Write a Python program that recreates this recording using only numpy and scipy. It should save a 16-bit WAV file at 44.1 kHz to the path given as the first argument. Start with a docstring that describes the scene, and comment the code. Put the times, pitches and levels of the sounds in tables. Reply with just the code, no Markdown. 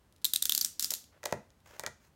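"""Opening a perforated cardboard tab

A thumb presses in the tab of a cardboard box on a wooden floor in a quiet room.
Fibres tick and the paper bridges snap one after another, each a bright burst ringing in the card.
The tab gives way and knocks the hollow box, then a finger slides along the flap and flicks it up.
A short room tail follows each sound, over faint air and low rumble."""
import sys
import numpy as np
from scipy import signal
from scipy.fft import rfft, irfft
from scipy.io import wavfile
from scipy.ndimage import uniform_filter1d, map_coordinates

SR = 44100
rng = np.random.default_rng(int(sys.argv[2]) if len(sys.argv) > 2 else 0)


def digitize_waveform(pressure):
    """Quantize a signal to 16-bit integers and store it at the path in sys.argv[1].

    Rows of a 2-D input are taken as channels; values are limited to [-1, 1].
    """
    field = np.atleast_2d(pressure).T
    bounded = np.clip(field, -1, 1)
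    quanta = np.round(bounded * 32767).astype(np.int16)
    wavfile.write(sys.argv[1], SR, quanta)


N = 94815


def amp(db):
    """Decibels to gain."""
    return 10 ** (np.asarray(db) / 20)


def curve_at(points, hz):
    """A curve of (hz, value) points, read on a log-frequency axis."""
    point_hz, value = np.transpose(points)
    return np.interp(np.log(hz + 1), np.log(point_hz + 1), value)


def add(mix, start_s, sound):
    """Lays a sound into the mix."""
    part = mix[round(start_s * SR):][:len(sound)]
    part += sound[:len(part)]


def bins(size=2048):
    """The frequencies of a spectrum, in Hz."""
    return np.fft.rfftfreq(size, 1 / SR)


def noise(eq):
    """Steady noise shaped by an EQ curve, at rms 1."""
    shaped = irfft(rfft(rng.standard_normal(N)) * amp(curve_at(eq, bins(N))), N)
    return shaped / shaped.std()


def fibre_burst(eq_db, attack_s, hold_s, decay_s, size=2048):
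    """A crowd of breaking fibres: a spike of noise rings through a minimum-phase EQ."""
    t = np.arange(size) / SR
    envelope = np.minimum(t / attack_s, 1) * np.exp(-np.maximum(t - hold_s, 0) / decay_s)
    spike = rng.standard_normal(size) * envelope
    for _ in range(4):  # flatten the spectrum, then restore the envelope
        spike = irfft(np.exp(1j * np.angle(rfft(spike))))
        spike = spike * envelope / np.sqrt(abs(uniform_filter1d(spike ** 2, size=32)) + 1e-12)
    log_gain = np.log(amp(np.r_[eq_db, eq_db[-2:0:-1]]))
    impulse = np.fft.ifft(np.exp(np.conj(signal.hilbert(log_gain)))).real
    return signal.fftconvolve(spike / np.linalg.norm(spike), impulse[:size // 2])


# Bright base tone of a snap: freq_hz, gain_db
SNAP_EQ = [(50, -34), (130, -18), (260, -10.5), (480, -22), (800, -23.5), (1450, -11.5), (2300, -13),
           (3300, -4.5), (7000, 0.5), (10400, -3), (13000, 0.5), (15500, -3.5)]
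# One snap per paper bridge, with three card resonances:
# start_s, level_db, peak1_hz, peak1_db, peak2_hz, peak2_db, peak3_hz, peak3_db, decay_s, send_db
BRIDGE_SNAPS = [(0.2446, -2, 4040, 16, 7700, 5.7, 11970, 11, 0.00083, 4),
                (0.2513, -4, 3820, 20, 9100, 2.1, 13460, 14, 0.0012, 4),
                (0.3351, -3, 3793, 16.4, 9000, 11, 13040, 10, 0.0017, 5),
                (0.3602, -4, 3830, 18, 8740, 17, 12530, 11, 0.00092, -1.5),
                (0.4244, -2.5, 3630, 13, 8570, 11.6, 12900, 9.8, 0.00059, 2),
                (0.4542, 0.5, 3840, 1.7, 8450, 3.3, 13000, -1, 0.0017, 1.5),
                (0.4948, 0, 3400, 15.3, 7760, 1, 13400, 5.3, 0.0011, 3.5),
                (0.5211, -2, 3640, 17, 5600, 4, 12830, 6.6, 0.0011, 4),
                (0.5491, -1.5, 4550, 12, 7740, 2.3, 12500, 8, .001, 4),
                (0.5772, -1.5, 4600, 10, 7340, 6.9, 11600, 9, 0.0017, 4),
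                (0.611, -4.5, 4550, 14.2, 6020, 13, 12800, 7.1, 0.0032, 7),
                (0.6466, -2, 5590, 12.2, 8100, 12.5, 14500, 1, 0.0022, 4),
                (0.7948, -4, 4250, 11, 5460, 4.2, 13100, 2.1, 0.0018, 7.5),
                (0.8249, -5.5, 5390, 8.9, 7160, 7.1, 13220, 5, .0017, 9),
                (.844, -5, 5040, 13.6, 6660, 3.3, 13200, 4.8, 0.0011, 5.5),
                (0.9051, -4.5, 5180, 9.1, 6840, 8.1, 13300, 6.2, 0.002, 7.5),
                (0.937, -6, 4320, 12.4, 6830, 7, 12440, 7, 0.0018, 5.5)]


def bridge_snaps():
    """Paper bridges break in a row and excite the card's resonances: returns direct and room send."""
    trim_db, attack_s, hold_s = 0.5, 0.00049, 0.0016
    peak_widths_hz, peak_send_share = (876, 900, 1200), 0.38
    ripple_db, ripple_step_hz = 2.5, 416.5  # chance peaks and dips make each snap different
    hz = bins()
    direct, send = np.zeros(N), np.zeros(N)
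    for start_s, level_db, *card, decay_s, send_db in BRIDGE_SNAPS:
        base = trim_db + level_db + curve_at(SNAP_EQ, hz)
        peaks = sum(peak_db / (1 + ((hz - peak_hz) / width_hz) ** 2) ** 2
                    for peak_hz, peak_db, width_hz in zip(card[::2], card[1::2], peak_widths_hz))
        ripple = map_coordinates(rng.standard_normal(128), [hz / ripple_step_hz], mode="mirror")
        direct_eq = base + peaks + ripple_db * ripple
        send_eq = base + peak_send_share * peaks + send_db
        add(direct, start_s, fibre_burst(direct_eq, attack_s, hold_s, decay_s))
        add(send, start_s, fibre_burst(send_eq, attack_s, hold_s, decay_s))
    return direct, send


def box_ring(modes, attack_s, tilt_db=0, size=16384):
    """Struck box modes die away, each detuned by the grip; little radiates below the lowest."""
    detune, tilt_pivot_hz = 0.0117, 640
    t, out = np.arange(size) / SR, np.zeros(size)
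    for pitch_hz, level_db, t60_s in modes:
        cycles = pitch_hz * (1 + detune * rng.standard_normal()) * t
        mode = (1 - np.exp(-t / attack_s)) * amp(-60 * t / t60_s) * np.sin(2 * np.pi * cycles)
        gain = amp(level_db + tilt_db * np.log2(pitch_hz / tilt_pivot_hz))
        out += gain * mode / np.linalg.norm(mode)
    low_cut = signal.butter(2, 0.93 * modes[0][0], "high", fs=SR, output="sos")
    return signal.sosfilt(low_cut, out)


# Box modes, as low thump, hollow body and papery panel: pitch_hz, level_db, t60_s
THUMP_MODES = [(71.4, -11.5, 0.35), (106, -12, 0.065), (142.7, -1.5, 0.041), (170, -8, 0.041),
               (198.7, -6, 0.12)]
BODY_MODES = [(408, -6.5, 0.076), (494.6, -1.5, 0.052), (556, 2, 0.054), (613, 1.5, 0.054), (695, -1, .04),
              (869, 0, 0.022), (961, -9, 0.1)]
PANEL_MODES = [(1374, -1, 0.019), (1645, -3, 0.026), (1932, 0.5, 0.011), (2388, -6, 0.011)]
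# Mid bite and crisp top of a knock's crack: freq_hz, gain_db
CRACK_EQ = [(100, -39), (1000, -6), (2800, -9), (3500, -2.5), (4300, -3.5), (5300, -3), (6700, -0.5),
            (7800, -11), (10500, -17), (15500, -27)]
TOP_EQ = [(100, -61), (4000, -38), (8000, -4.5), (10000, -8), (11500, -11), (13500, -4), (16000, -9)]
# Flap hits, each with its own mix of layers, plus one small tick at 1.504 s that is almost only crack: #
# start_s, thump_db, body_db, body_tilt_db_per_octave, panel_db, crack_db, top_db
FLAP_KNOCKS = [(.917, -29, -10, -1, -12.5, -29, -26), (1.231, -43, -17, 10, -6, -21.5, -27),
               (1.239, -36, -7.5, -4, -14, -14, -26), (1.2551, -18, -14, 10, -2.5, -10.5, -8),
               (1.2576, -19, 4, 1, -2.5, -1, -10.5), (1.311, -25.5, -25, -4, -22, -23, -32),
               (1.3247, 5, 10.5, -0.5, 4, -6.5, -15.5), (1.504, -44, -46, 1, -46, -32.5, -55),
               (1.7955, -16, -7.5, 10, -7.5, -7, -9.5), (1.8032, -20, -28, 6.5, -19, -21, -34),
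               (1.8361, -22, -4, -5, -1.5, -16.5, -21), (1.8637, -12, -17, 0, 1.5, -1.5, -17),
               (1.872, -13.5, -6, 1, -11, -19, -30)]


def flap_knocks():
    """The flap hits with a dry crack and sets the hollow box ringing: returns cracks and rings."""
    ring_trim_db = -17.5
    cracks, rings = np.zeros(N), np.zeros(N)
    for start_s, thump_db, body_db, tilt_db, panel_db, crack_db, top_db in FLAP_KNOCKS:
        thump = amp(thump_db) * box_ring(THUMP_MODES, attack_s=0.0028)
        body = amp(body_db) * box_ring(BODY_MODES, attack_s=0.0015, tilt_db=tilt_db)
        panel = amp(panel_db) * box_ring(PANEL_MODES, attack_s=0.0045)
        add(rings, start_s, thump + body + panel)
        bite = amp(crack_db + curve_at(CRACK_EQ, bins()))
        top = amp(top_db + curve_at(TOP_EQ, bins()))
        eq_db = 20 * np.log10(bite + top)
        add(cracks, start_s, fibre_burst(eq_db, attack_s=0.0003, hold_s=0.000603, decay_s=0.001))
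    return cracks, amp(ring_trim_db) * rings


# Thin, sharp tone of a tick: freq_hz, gain_db
TICK_EQ = [(100, -32), (900, -23), (2000, -10), (3700, 5), (7000, -3), (10000, 0), (15000, -8.5)]
# Small fibre cracks: start_s, level_db
FIBRE_TICKS = [(0.1249, -38.5), (.1622, -38), (.172, -57), (0.182, -47), (.2172, -39.5), (0.2225, -38.5),
               (.251, -5.5), (.359, -3.5), (0.4224, -6.5), (0.6477, -14), (0.796, -23), (1.0413, -31),
               (1.603, -45.5), (1.74, -38)]


def fibre_ticks():
    """Single fibres give way under the thumb."""
    out = np.zeros(N)
    for start_s, level_db in FIBRE_TICKS:
        tick = fibre_burst(curve_at(TICK_EQ, bins()), attack_s=0.00025, hold_s=0.00017, decay_s=0.0018)
        add(out, start_s, amp(level_db) * tick)
    return out


# Boxy rustle and fine hiss of skin on card: freq_hz, gain_db
RUSTLE_EQ = [(60, -6.5), (300, -5), (600, 3.5), (1000, -1.5), (1400, -1), (2000, -4.5), (3200, -10.5),
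             (16000, -53.5)]
HISS_EQ = [(100, -25), (1500, -2.5), (3500, -8), (6700, -2.5), (9000, -12), (13000, -10.5), (16000, -9.5)]
# Finger strokes: start_s, length_s, rustle_db, hiss_db
FINGER_RUBS = [(1.108, 0.085, -67.5, -85), (1.25, 0.075, -55, -64), (1.641, 0.17, -62.5, -66),
               (1.711, 0.057, -67, -81), (1.814, 0.086, -55.5, -86), (1.992, 0.11, -74.5, -72.5)]


def finger_rubs():
    """Skin catches and slips along the card, giving a grainy rustle and hiss."""
    fade_s, catch_s, grain_db = 0.029, 0.0046, 3
    t, out = np.arange(N) / SR, np.zeros(N)
    rustle, hiss = noise(RUSTLE_EQ), noise(HISS_EQ)
    grain = map_coordinates(rng.standard_normal(2048), [t / catch_s], mode="mirror")
    for start_s, length_s, rustle_db, hiss_db in FINGER_RUBS:
        envelope = np.clip(np.minimum(t - start_s, start_s + length_s - t) / fade_s, 0, 1)
        out += envelope * (amp(rustle_db) * rustle + amp(hiss_db) * hiss)
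    return out * amp(grain_db * grain)


# Reverb time: freq_hz, t60_s
REVERB_DECAY = [(100, 0.23), (500, 0.34), (2000, 0.3), (5000, 0.37), (9000, 0.23), (15000, 0.28)]
# Tone of the tail: freq_hz, gain_db
REVERB_EQ = [(100, -5), (230, 2.5), (500, -14.5), (2000, -8.5), (5000, -11.5), (9000, -7), (15000, -15)]
# Early reflections: delay_s, gain
REFLECTIONS = [(.0034, 0.12), (.0052, .12), (0.0119, 0.16), (0.0172, .09)]


def room_reverb(send):
    """A few echoes from floor and furniture, then a short diffuse tail."""
    build_s = 0.0091
    hz, t, spectrum = signal.stft(rng.standard_normal(SR), SR, nperseg=256)
    t60_s = curve_at(REVERB_DECAY, hz)[:, None]
    decay = amp(curve_at(REVERB_EQ, hz)[:, None] - 60 * t / t60_s)
    energy_trim = np.sqrt(2 * np.log(1000) / (t60_s * SR))  # a longer decay adds no energy
    impulse = signal.istft(spectrum * decay * energy_trim, SR, nperseg=256)[1][:SR]
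    impulse *= np.minimum(np.arange(SR) / SR / build_s, 1)
    for delay_s, gain in REFLECTIONS:
        add(impulse, delay_s, np.array([gain]))
    return signal.fftconvolve(send, impulse)[:N]


# Soft air and low rumble of the room: freq_hz, gain_db
AIR_EQ = [(88, -32), (150, -1.5), (601, -11), (805, -13), (998, -13), (2100, -19), (3290, -22.5),
          (4860, -24.5), (6770, -26), (16000, -30)]
RUMBLE_EQ = [(20, -31), (35, -20.5), (55, -4), (70, -5.5), (85, -1), (110, -10.5), (160, -15), (300, -38),
             (1000, -70.5)]


def room_tone():
    """A faint, steady bed of still air and rumble."""
    return amp(-70.5) * noise(AIR_EQ) + amp(-69) * noise(RUMBLE_EQ)


def scene():
    """Mono mix of the box, its reverb and the room tone."""
    snaps, snap_send = bridge_snaps()
    cracks, rings = flap_knocks()
    box = fibre_ticks() + rings + finger_rubs()
    bed = room_tone()
    reverb = room_reverb(snap_send + amp(-3.5) * cracks + box)
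    return (snaps + cracks + box + reverb + bed)[None]


def record(dry):
    """The microphone's bass roll-off and the band limit."""
    low_cut_hz, high_cut_hz = 22, 16100
    low_cut = signal.butter(3, low_cut_hz, "high", fs=SR, output="sos")
    high_cut = signal.firwin(255, high_cut_hz, window=("kaiser", 8), fs=SR)
    return signal.oaconvolve(signal.sosfilt(low_cut, dry), high_cut[None], "same")


dry = scene()
out = record(dry)
digitize_waveform(out)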